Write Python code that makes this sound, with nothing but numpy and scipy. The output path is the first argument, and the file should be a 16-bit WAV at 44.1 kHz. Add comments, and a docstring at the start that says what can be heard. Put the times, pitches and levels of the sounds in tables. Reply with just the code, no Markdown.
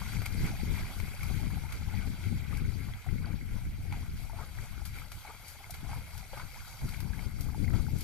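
"""A flooded muddy field: two bullocks and a plough wade through it, some metres from a phone.
Legs and plough churn mud and water into rushing noise, ringing bubbles and droplets.
Hooves and feet trap big bubbles that plop; thrown water lands in short smacks.
Wind eddies buffet the two microphone ports with a lumpy rumble, the left one harder."""
import sys
import numpy as np
from scipy import signal
from scipy.fft import rfft, irfft, next_fast_len
from scipy.io import wavfile
from scipy.ndimage import uniform_filter1d, map_coordinates

SR = 44100
rng = np.random.default_rng(int(sys.argv[2]) if len(sys.argv) > 2 else 0)


def wrap_up_sound(samples):
    """Save the sound to the file named by the first command line argument, as 16-bit audio."""
    columns = np.atleast_2d(samples).T
    # keep every value between -1 and 1, then stretch to whole-number steps
    tamed = np.clip(columns, -1, 1)
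    steps = np.round(tamed * 32767).astype(np.int16)
    wavfile.write(sys.argv[1], SR, steps)


N = 354519
CONTROL_HZ = 200


def amp(db):
    return 10 ** (np.asarray(db) / 20)


def unit_rms(x):
    return x / np.sqrt(np.mean(x ** 2, axis=-1, keepdims=True) + 1e-20)


def log_interp(points, hz):
    """(freq_hz, value) points read on a log axis."""
    freq_hz, values = np.transpose(points)
    return np.interp(np.log(hz + 1), np.log(freq_hz + 1), values)


def curves(rows):
    """One value per sample for each column after time_s."""
    time_s, *columns = np.transpose(rows)
    return [np.interp(np.arange(N) / SR, time_s, column) for column in columns]


def wobble(rate_hz):
    """Smooth random curve through knots at rate_hz."""
    knots = rng.standard_normal(int(N * rate_hz / SR) + 4)
    return map_coordinates(knots, [np.arange(N) * rate_hz / SR])


def filtered(x, response):
    """FFT filter with gain response(hz)."""
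    size = next_fast_len(N + SR // 2)
    return irfft(rfft(x, size) * response(np.fft.rfftfreq(size, 1 / SR)), size)[..., :N]


def low(hz, edge_hz):
    """Low-pass gain of a crossover."""
    return 1 / np.sqrt(1 + (hz / edge_hz) ** 8)


def high(hz, edge_hz):
    """High-pass gain of a crossover."""
    return np.sqrt(1 - low(hz, edge_hz) ** 2)


def layered(x, body, top):
    """Dull band times body, bright band times top, middle band times their geometric mean."""
    dull, middle, bright = filtered(
        x, lambda f: np.array([low(f, 2690), high(f, 3110) * low(f, 5170), high(f, 5060)])[:, None])
    return dull * body + middle * np.sqrt(body * top) + bright * top


def minimum_phase(gain):
    """Gain curve with the phase of a body that rings only after it is struck."""
    cepstrum = irfft(np.log(gain))
    half = cepstrum.shape[-1] // 2
    return np.exp(rfft(cepstrum * np.r_[1, np.full(half - 1, 2), 1, np.zeros(half - 1)]))


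def patchy_noise(depth_db):
    """Two white noises under one field of random time-frequency gain patches."""
    spectra = signal.stft(rng.standard_normal((2, N)), nperseg=256)[2]
    field = uniform_filter1d(rng.standard_normal(spectra.shape[1:]), size=6, axis=0)
    field = uniform_filter1d(field, size=8, axis=1)
    patched = spectra * amp(depth_db * field / field.std())
    return unit_rms(signal.istft(patched, nperseg=256)[1][:, :N])


def rings(start_s, level_db, pitch_hz, cycles, rise, samples):
    """Damped sines, two streams of unrelated phase; per lifetime: -21 dB, pitch up by the share rise."""
    age = np.arange(samples) / SR * (pitch_hz / np.maximum(cycles, .5))[:, None]  # in lifetimes
    start_turns = rng.random((len(start_s), 2)).T[:, :, None]
    phase = 2 * np.pi * (cycles[:, None] * (age + rise * age * age / 2) + start_turns)
    waves = amp(level_db[:, None] - 21.0 * age) * (1 - np.exp(-age / 0.026)) * np.sin(phase)
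    index = (start_s * SR).astype(int)[:, None] + np.arange(samples)
    return np.array([np.bincount(index.ravel(), w.ravel(), N + samples)[:N] for w in waves])


def swarm(level_db, mid_hz, octaves, cycles, spread_db, clump, count, samples):
    """Random rings in clumps, crowding where the level is high, a few louder than the rest."""
    odds = np.cumsum(np.exp(clump * wobble(14)) * amp(.6 * level_db))
    when, strength, life = rng.random((count, 3)).T
    onset = np.minimum(np.searchsorted(odds, when * odds[-1]), N - 1)
    pitch_hz = np.minimum(mid_hz * 2 ** (octaves * rng.standard_normal(count)), 16000)
    ring_db = level_db[onset] - spread_db * np.log(strength + 0.02)
    return rings(onset / SR, ring_db, pitch_hz, cycles * (.5 + life), rise=0.16, samples=samples)


def buffet(level_db, upper_db):
    """Eddies on one port: lumpy rumble whose upper parts grow faster than the gust and come in spikes."""
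    # wind spectrum on a port: freq_hz, gain_db
    rumble = [(7.1, -34), (12, -1.5), (45, -2), (90, -0.5), (185, -8.5), (292, -18.5), (412, -29),
              (600, -37), (780, -65), (1320, -120)]
    lumps, ragged_db = wobble(34), 2.16 * wobble(12)
    noise = unit_rms(filtered(rng.standard_normal(N), lambda f: amp(log_interp(rumble, f))))
    deep, edge = filtered(noise, lambda f: [low(f, 123), high(f, 196)])
    deep_eddies = unit_rms(amp(1.7 * lumps) * deep)
    spikes = 0.65 + 1.28 * np.tanh(deep_eddies / 2) ** 2  # fine eddies ride the crests of large ones
    upper = (noise - deep - edge) * amp(0.33 * lumps) + edge * spikes * amp(3.04 * lumps - 0.5)
    eddies = deep_eddies + upper * amp(0.81 * (level_db + 32) + upper_db)
    skewed = eddies + 0.05 * (eddies ** 2 - 1)  # peaks sharper than troughs
    return amp(level_db + ragged_db) * 5 * np.tanh(skewed / 5)


def slaps(gust_db):
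    """Sudden eddies slap the left port, one short push each; small ones come at random with the gusts."""
    # big eddies: start_s, level_db
    eddies = [(0.349, -34), (0.634, -29), (0.967, -44), (1.082, -43), (1.311, -36), (1.381, -36),
              (1.47, -31.5), (3.125, -44), (7.58, -36)]
    start_s, level_db = np.transpose(eddies)
    pitch_hz, cycles = np.full(len(eddies), 170.), np.full(len(eddies), 1.3)
    big = rings(start_s, level_db + 12.5, pitch_hz, cycles, rise=0, samples=1200)[0]
    small = swarm(gust_db - 3.5, 209, octaves=.4, cycles=1.43, spread_db=3.0,
                  clump=.8, count=110, samples=1200)[0]
    return filtered(big + small, lambda f: low(f, 470))


def left_wind():
    """Gusts buffet and slap the exposed port."""
    # gust strength: time_s, level_db
    gusts = [(0.0, -31.5), (0.26, -35), (0.38, -27), (0.58, -31.5), (0.73, -26.5), (0.92, -43), (1.03, -31),
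             (1.15, -38.5), (1.33, -31), (1.57, -30), (1.65, -37), (2.07, -30.5), (2.9, -31), (2.95, -46),
             (3.03, -53.5), (3.08, -28.5), (3.32, -28.5), (3.4, -34.5), (4.15, -35.5), (4.99, -38),
             (5.06, -43.5), (5.45, -50.5), (5.7, -44.5), (5.92, -35), (6.05, -40.5), (6.23, -47),
             (6.36, -40.5), (6.78, -50.5), (6.86, -29), (6.99, -32.5), (7.5, -31), (7.73, -24.5),
             (8.03, -34)]
    gust_db, = curves(gusts)
    return buffet(gust_db, upper_db=-1.0) + slaps(gust_db)


def right_wind():
    """The sheltered port catches separate puffs; each climbs to a peak and falls back to the calm."""
    # puffs: peak_s, level_db
    puffs = [(0.16, -34), (0.44, -26.5), (0.52, -31.5), (0.81, -31), (0.91, -38), (1.47, -41), (1.73, -36),
             (2.08, -36), (2.35, -32.5), (2.64, -34), (2.92, -35.5), (3.2, -37), (3.53, -35), (3.67, -35),
             (3.8, -34), (4.14, -35), (4.91, -43), (5.17, -41.5), (5.7, -40), (5.92, -37.5), (6.84, -34.5),
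             (7.39, -39.5), (7.62, -41), (7.85, -40)]
    # wind between puffs: time_s, level_db
    calm = [(0.0, -44.5), (0.5, -37), (1.15, -44), (1.8, -43.5), (2.3, -41), (2.55, -46.5), (3.05, -49.5),
            (3.7, -39), (4.2, -45.5), (5.55, -56), (5.95, -41), (6.3, -49.5), (6.9, -44), (7.15, -54),
            (7.45, -44), (8.03, -46)]
    rise_db_per_s, fall_db_per_s = 204, 162
    peak_s, level_db = np.transpose(puffs)[:, :, None]
    t = np.arange(0, N / SR, 1 / CONTROL_HZ)
    ramps_db = level_db + np.minimum(rise_db_per_s * (t - peak_s), -fall_db_per_s * (t - peak_s))
    puff_db, = curves(np.transpose([t, ramps_db.max(axis=0)]))
    calm_db, = curves(calm)
    return buffet(np.maximum(puff_db, calm_db), upper_db=2.7)


def ports(pair):
    """Two unrelated streams become left and right: partly alike, then coloured by each port."""
    # left-right likeness of the water: freq_hz, correlation
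    likeness = [(500, 1), (1000, 0.94), (1500, 0.74), (1780, 0.48), (2100, 0.49), (2450, 0.85),
                (2800, -0.18), (3250, 0.84), (3600, -0.42), (4250, 0.31), (4700, 0.85), (5200, 0.3)]
    # lift from the echo off the water and the phone's body: centre_hz, width_hz, left_db, right_db
    bands = [(818, 305, 7, 10.5), (1423, 365, 7.5, 9.5), (2174, 412, 8.5, 11), (3280, 370, 2, 4.5),
             (3964, 330, 2, 6.5), (4670, 270, 4.5, 10), (5730, 140, -2.5, 8), (11380, 710, 3, 7.5)]
    # left phase lead, a full turn across the ports' dip: freq_hz, lead_rad
    lead = [(1660, 0), (1800, 3.5), (2030, 5), (2300, 6.5), (2650, 6.5)]
    # left port response: freq_hz, gain_db
    left_port = [(300, -8), (600, -9), (2500, -6.5), (3000, -12), (8300, -12), (9600, -8.5), (14300, -8)]
    # right port response: freq_hz, gain_db
    right_port = [(300, -6.5), (600, -13.5), (2800, -11), (5500, -17), (8500, -18), (9500, -26.5),
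                  (14300, -29.5)]

    def blend(hz):
        angle = np.arccos(np.clip(log_interp(likeness, hz), -1, 1)) / 2
        return [np.cos(angle), np.sin(angle)]

    def colour(hz):
        lift_db = sum(np.outer([left_db, right_db], np.exp(-2 * ((hz - centre_hz) / width_hz) ** 2))
                      for centre_hz, width_hz, left_db, right_db in bands)
        port_db = [log_interp(left_port, hz), log_interp(right_port, hz)]
        right_lag = np.exp(-1j * np.outer([0, 1], log_interp(lead, hz)))
        return right_lag * minimum_phase(amp(lift_db + port_db))
    mid, side = filtered(pair, blend)
    return filtered(np.array([mid + side, mid - side]), colour)


def smacks():
    """Thrown water lands: a short noise burst that trails into spray, bright top over a duller body."""
    # landings: start_s, level_db, t60_s, body_offset_db
    landings = [(0.2175, -49.5, 0.009, 8), (0.257, -46.5, 0.044, -3), (0.4625, -53, 0.026, -19),
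                (0.9993, -50.5, 0.018, 2.5), (1.23, -45.5, .022, -13), (1.7225, -49, 0.024, -1.5),
                (2.571, -47.5, 0.014, -16), (3.924, -57, 0.022, 7.5), (4.8524, -38.5, 0.0062, -10.5),
                (5.1178, -45, .012, -3), (5.4817, -41.5, 0.0075, -30), (5.706, -42, 0.018, -22),
                (5.7416, -47, 0.0068, 1), (6.1774, -46.5, 0.012, -9), (6.397, -60, 0.009, 16),
                (6.8897, -48, .013, -5), (7.003, -44, 0.012, -6.5), (7.4081, -40, 0.012, -25),
                (7.737, -61, 0.012, 12), (7.985, -48, 0.018, -35), (8.007, -45, 0.024, -41)]
    top, body = np.full((2, N + SR), 1e-9)
    t = np.arange(SR // 8) / SR
    attack_s, spray_t60_s = 0.0013, 0.17
    for start_s, level_db, t60_s, body_offset_db in landings:
        decay = amp(-60 * t / max(t60_s, .004)) + 0.19 * amp(-60 * t / spray_t60_s)
        envelope = amp(level_db) * decay * (1 - np.exp(-t / attack_s))
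        top[round(start_s * SR):][:len(t)] += envelope * amp(23.0)
        body[round(start_s * SR):][:len(t)] += envelope * amp(body_offset_db + 23.5)
    return layered(rng.standard_normal((2, N)), body[:N], top[:N])


def plops():
    """Hooves and feet trap a large bubble; the surface snaps briefly as it closes over."""
    # big bubbles: start_s, level_db, nominal_hz
    bubbles = [(0.018, -29.5, 1130), (0.167, -30, 2320), (0.262, -25, 2300), (1.001, -32, 2330),
               (1.231, -29.5, 2300), (1.723, -36, 2200), (1.937, -35.5, 833), (2.528, -32, 1220),
               (2.569, -32, 2280), (2.65, -35.5, 2180), (2.937, -30, 3340), (3.064, -37, 740),
               (3.088, -34.5, 2000), (3.182, -38, 2120), (3.245, -37, 1440), (3.258, -29.5, 4650),
               (3.317, -41, 1520), (3.411, -35, 2100), (3.924, -34, 2450), (3.938, -34, 870),
               (4.297, -34.5, 875), (4.332, -36.5, 665), (4.387, -35, 910), (4.587, -32.5, 1920),
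               (4.985, -34, 2340), (5.018, -35.5, 1300), (5.25, -36, 834), (5.305, -38, 920),
               (5.641, -35, 2140), (5.696, -35, 700), (5.74, -38.5, 2200), (5.931, -31.5, 920),
               (6.332, -30.5, 543), (6.377, -38, 2130), (6.399, -33.5, 1000), (6.419, -36, 1550),
               (6.544, -38, 2250), (6.573, -40, 1010), (6.647, -45, 1500), (6.944, -33, 2300),
               (7.133, -28, 1660), (7.546, -34, 850), (7.644, -35, 2200), (7.678, -32.5, 2020),
               (7.704, -31, 1950), (7.736, -33, 675), (7.755, -39, 1360), (7.767, -42, 2250),
               (7.866, -38.5, 1550), (7.883, -39.5, 850)]
    start_s, level_db, nominal_hz = np.transpose(bubbles)
    cycles = 11 + nominal_hz / 500
    ring = rings(start_s, level_db - 1.0, nominal_hz * 0.964, cycles, rise=0.11, samples=1400)
    snap_hz = np.sqrt(nominal_hz * 1500) * 2 ** (0.27 * rng.standard_normal(len(bubbles)))
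    snap = rings(start_s, level_db - 3.5, snap_hz, np.full(len(bubbles), 3.5), rise=0.03, samples=300)
    return ring + snap


def wading_db():
    """Mud, slosh and spray levels: each step swells quickly and settles a little more slowly."""
    # water between steps: time_s, mud_db, slosh_db, spray_db
    base = [(0.0, -57, -54, -58), (0.9, -57, -54.5, -58), (1.45, -57.5, -55.5, -59), (1.7, -59, -59, -63),
            (2.4, -60.5, -57.5, -62), (3.13, -62, -60, -65), (3.8, -66.5, -61.5, -66.5),
            (4.3, -62, -61, -64), (5.6, -61, -61, -63), (6.8, -60, -61.5, -60), (7.3, -61, -63, -63),
            (8.03, -61.5, -62, -60)]
    # a leg drives through the water: peak_s, mud_lift_db, slosh_lift_db, spray_lift_db
    steps = [(0.08, 3, 3, 1), (0.47, 7, 4, 2), (0.8, 3, 3, 0.5), (1.74, 2, 4, 3), (1.98, 5, 5, 2),
             (2.25, 2, 3.5, 2), (2.54, 5, 3, 1), (3.05, 4, 1, 0), (3.25, 5, 2, 0), (3.55, 4, 2, 2),
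             (3.95, 10, 5, 2), (4.201, 0, 1, 4), (4.4, 10, 3, 1.5), (4.62, 4, 3.5, 4), (4.97, 4, 5, 5),
             (5.19, 0, 0, 3.5), (5.28, 8, 2.5, 1), (5.49, 0, 0.5, 5), (5.92, 6, 4, 3), (6.36, 7, 4, 2),
             (6.57, 4, 3, 2), (6.82, 3, 1, 1), (6.93, 4, 4, 4), (7.21, 5, 3, 1), (7.42, 2, 3, 5),
             (7.77, 7, 3.5, 1), (8.03, 0, 1, 5)]
    rise_s, fall_s = .04, .06
    peak_s, *lifts_db = np.transpose(steps)
    t = np.arange(0, N / SR, 1 / CONTROL_HZ)
    after_s = t - peak_s[:, None]
    swells = np.exp(-(after_s / np.where(after_s < 0, rise_s, fall_s)) ** 2)
    step_db = np.array(lifts_db) @ swells
    return np.add(curves(base), curves(np.transpose([t, *step_db])))


def churn():
    """Legs and plough push mud and water: rushing beds, with bubbles below and droplets above."""
    mud_db, slosh_db, spray_db = wading_db()
    surge = wobble(13)  # small waves break in every band at once
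    mud = filtered(patchy_noise(depth_db=3.0), lambda f: low(f, 1710)) * amp(mud_db + 15.5 + 0.71 * surge)
    rush = filtered(patchy_noise(depth_db=2.0), lambda f: high(f, 1540)) * amp(0.95 * surge)
    rush = layered(rush, body=amp(slosh_db + 15.0), top=amp(spray_db + 18.5))
    gurgle = swarm(mud_db + 6.5, 919.5, octaves=0.566, cycles=11.1, spread_db=3.6,
                   clump=.8, count=900, samples=900)
    trickle = swarm(slosh_db + 9.5, 2366, octaves=0.407, cycles=14.3, spread_db=2.0,
                    clump=.6, count=1500, samples=400)
    drops = swarm(spray_db + 16, 6720, octaves=0.44, cycles=3.9, spread_db=4.5,
                  clump=.8, count=6000, samples=64)
    plinks = swarm(spray_db + 11.5, 4350, octaves=0.314, cycles=13, spread_db=3.5,
                   clump=.9, count=500, samples=300)
    return mud + rush + gurgle + trickle + drops + plinks


def scene():
    wind = np.array([left_wind(), right_wind()])
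    water = churn() + plops() + smacks()
    return wind + ports(water)


def record(dry):
    """The phone keeps nothing outside its band limits."""
    bottom_hz, top_hz = 5, 14270
    return filtered(dry, lambda hz: (hz < top_hz) & (hz > bottom_hz))


dry = scene()
out = record(dry)
wrap_up_sound(out)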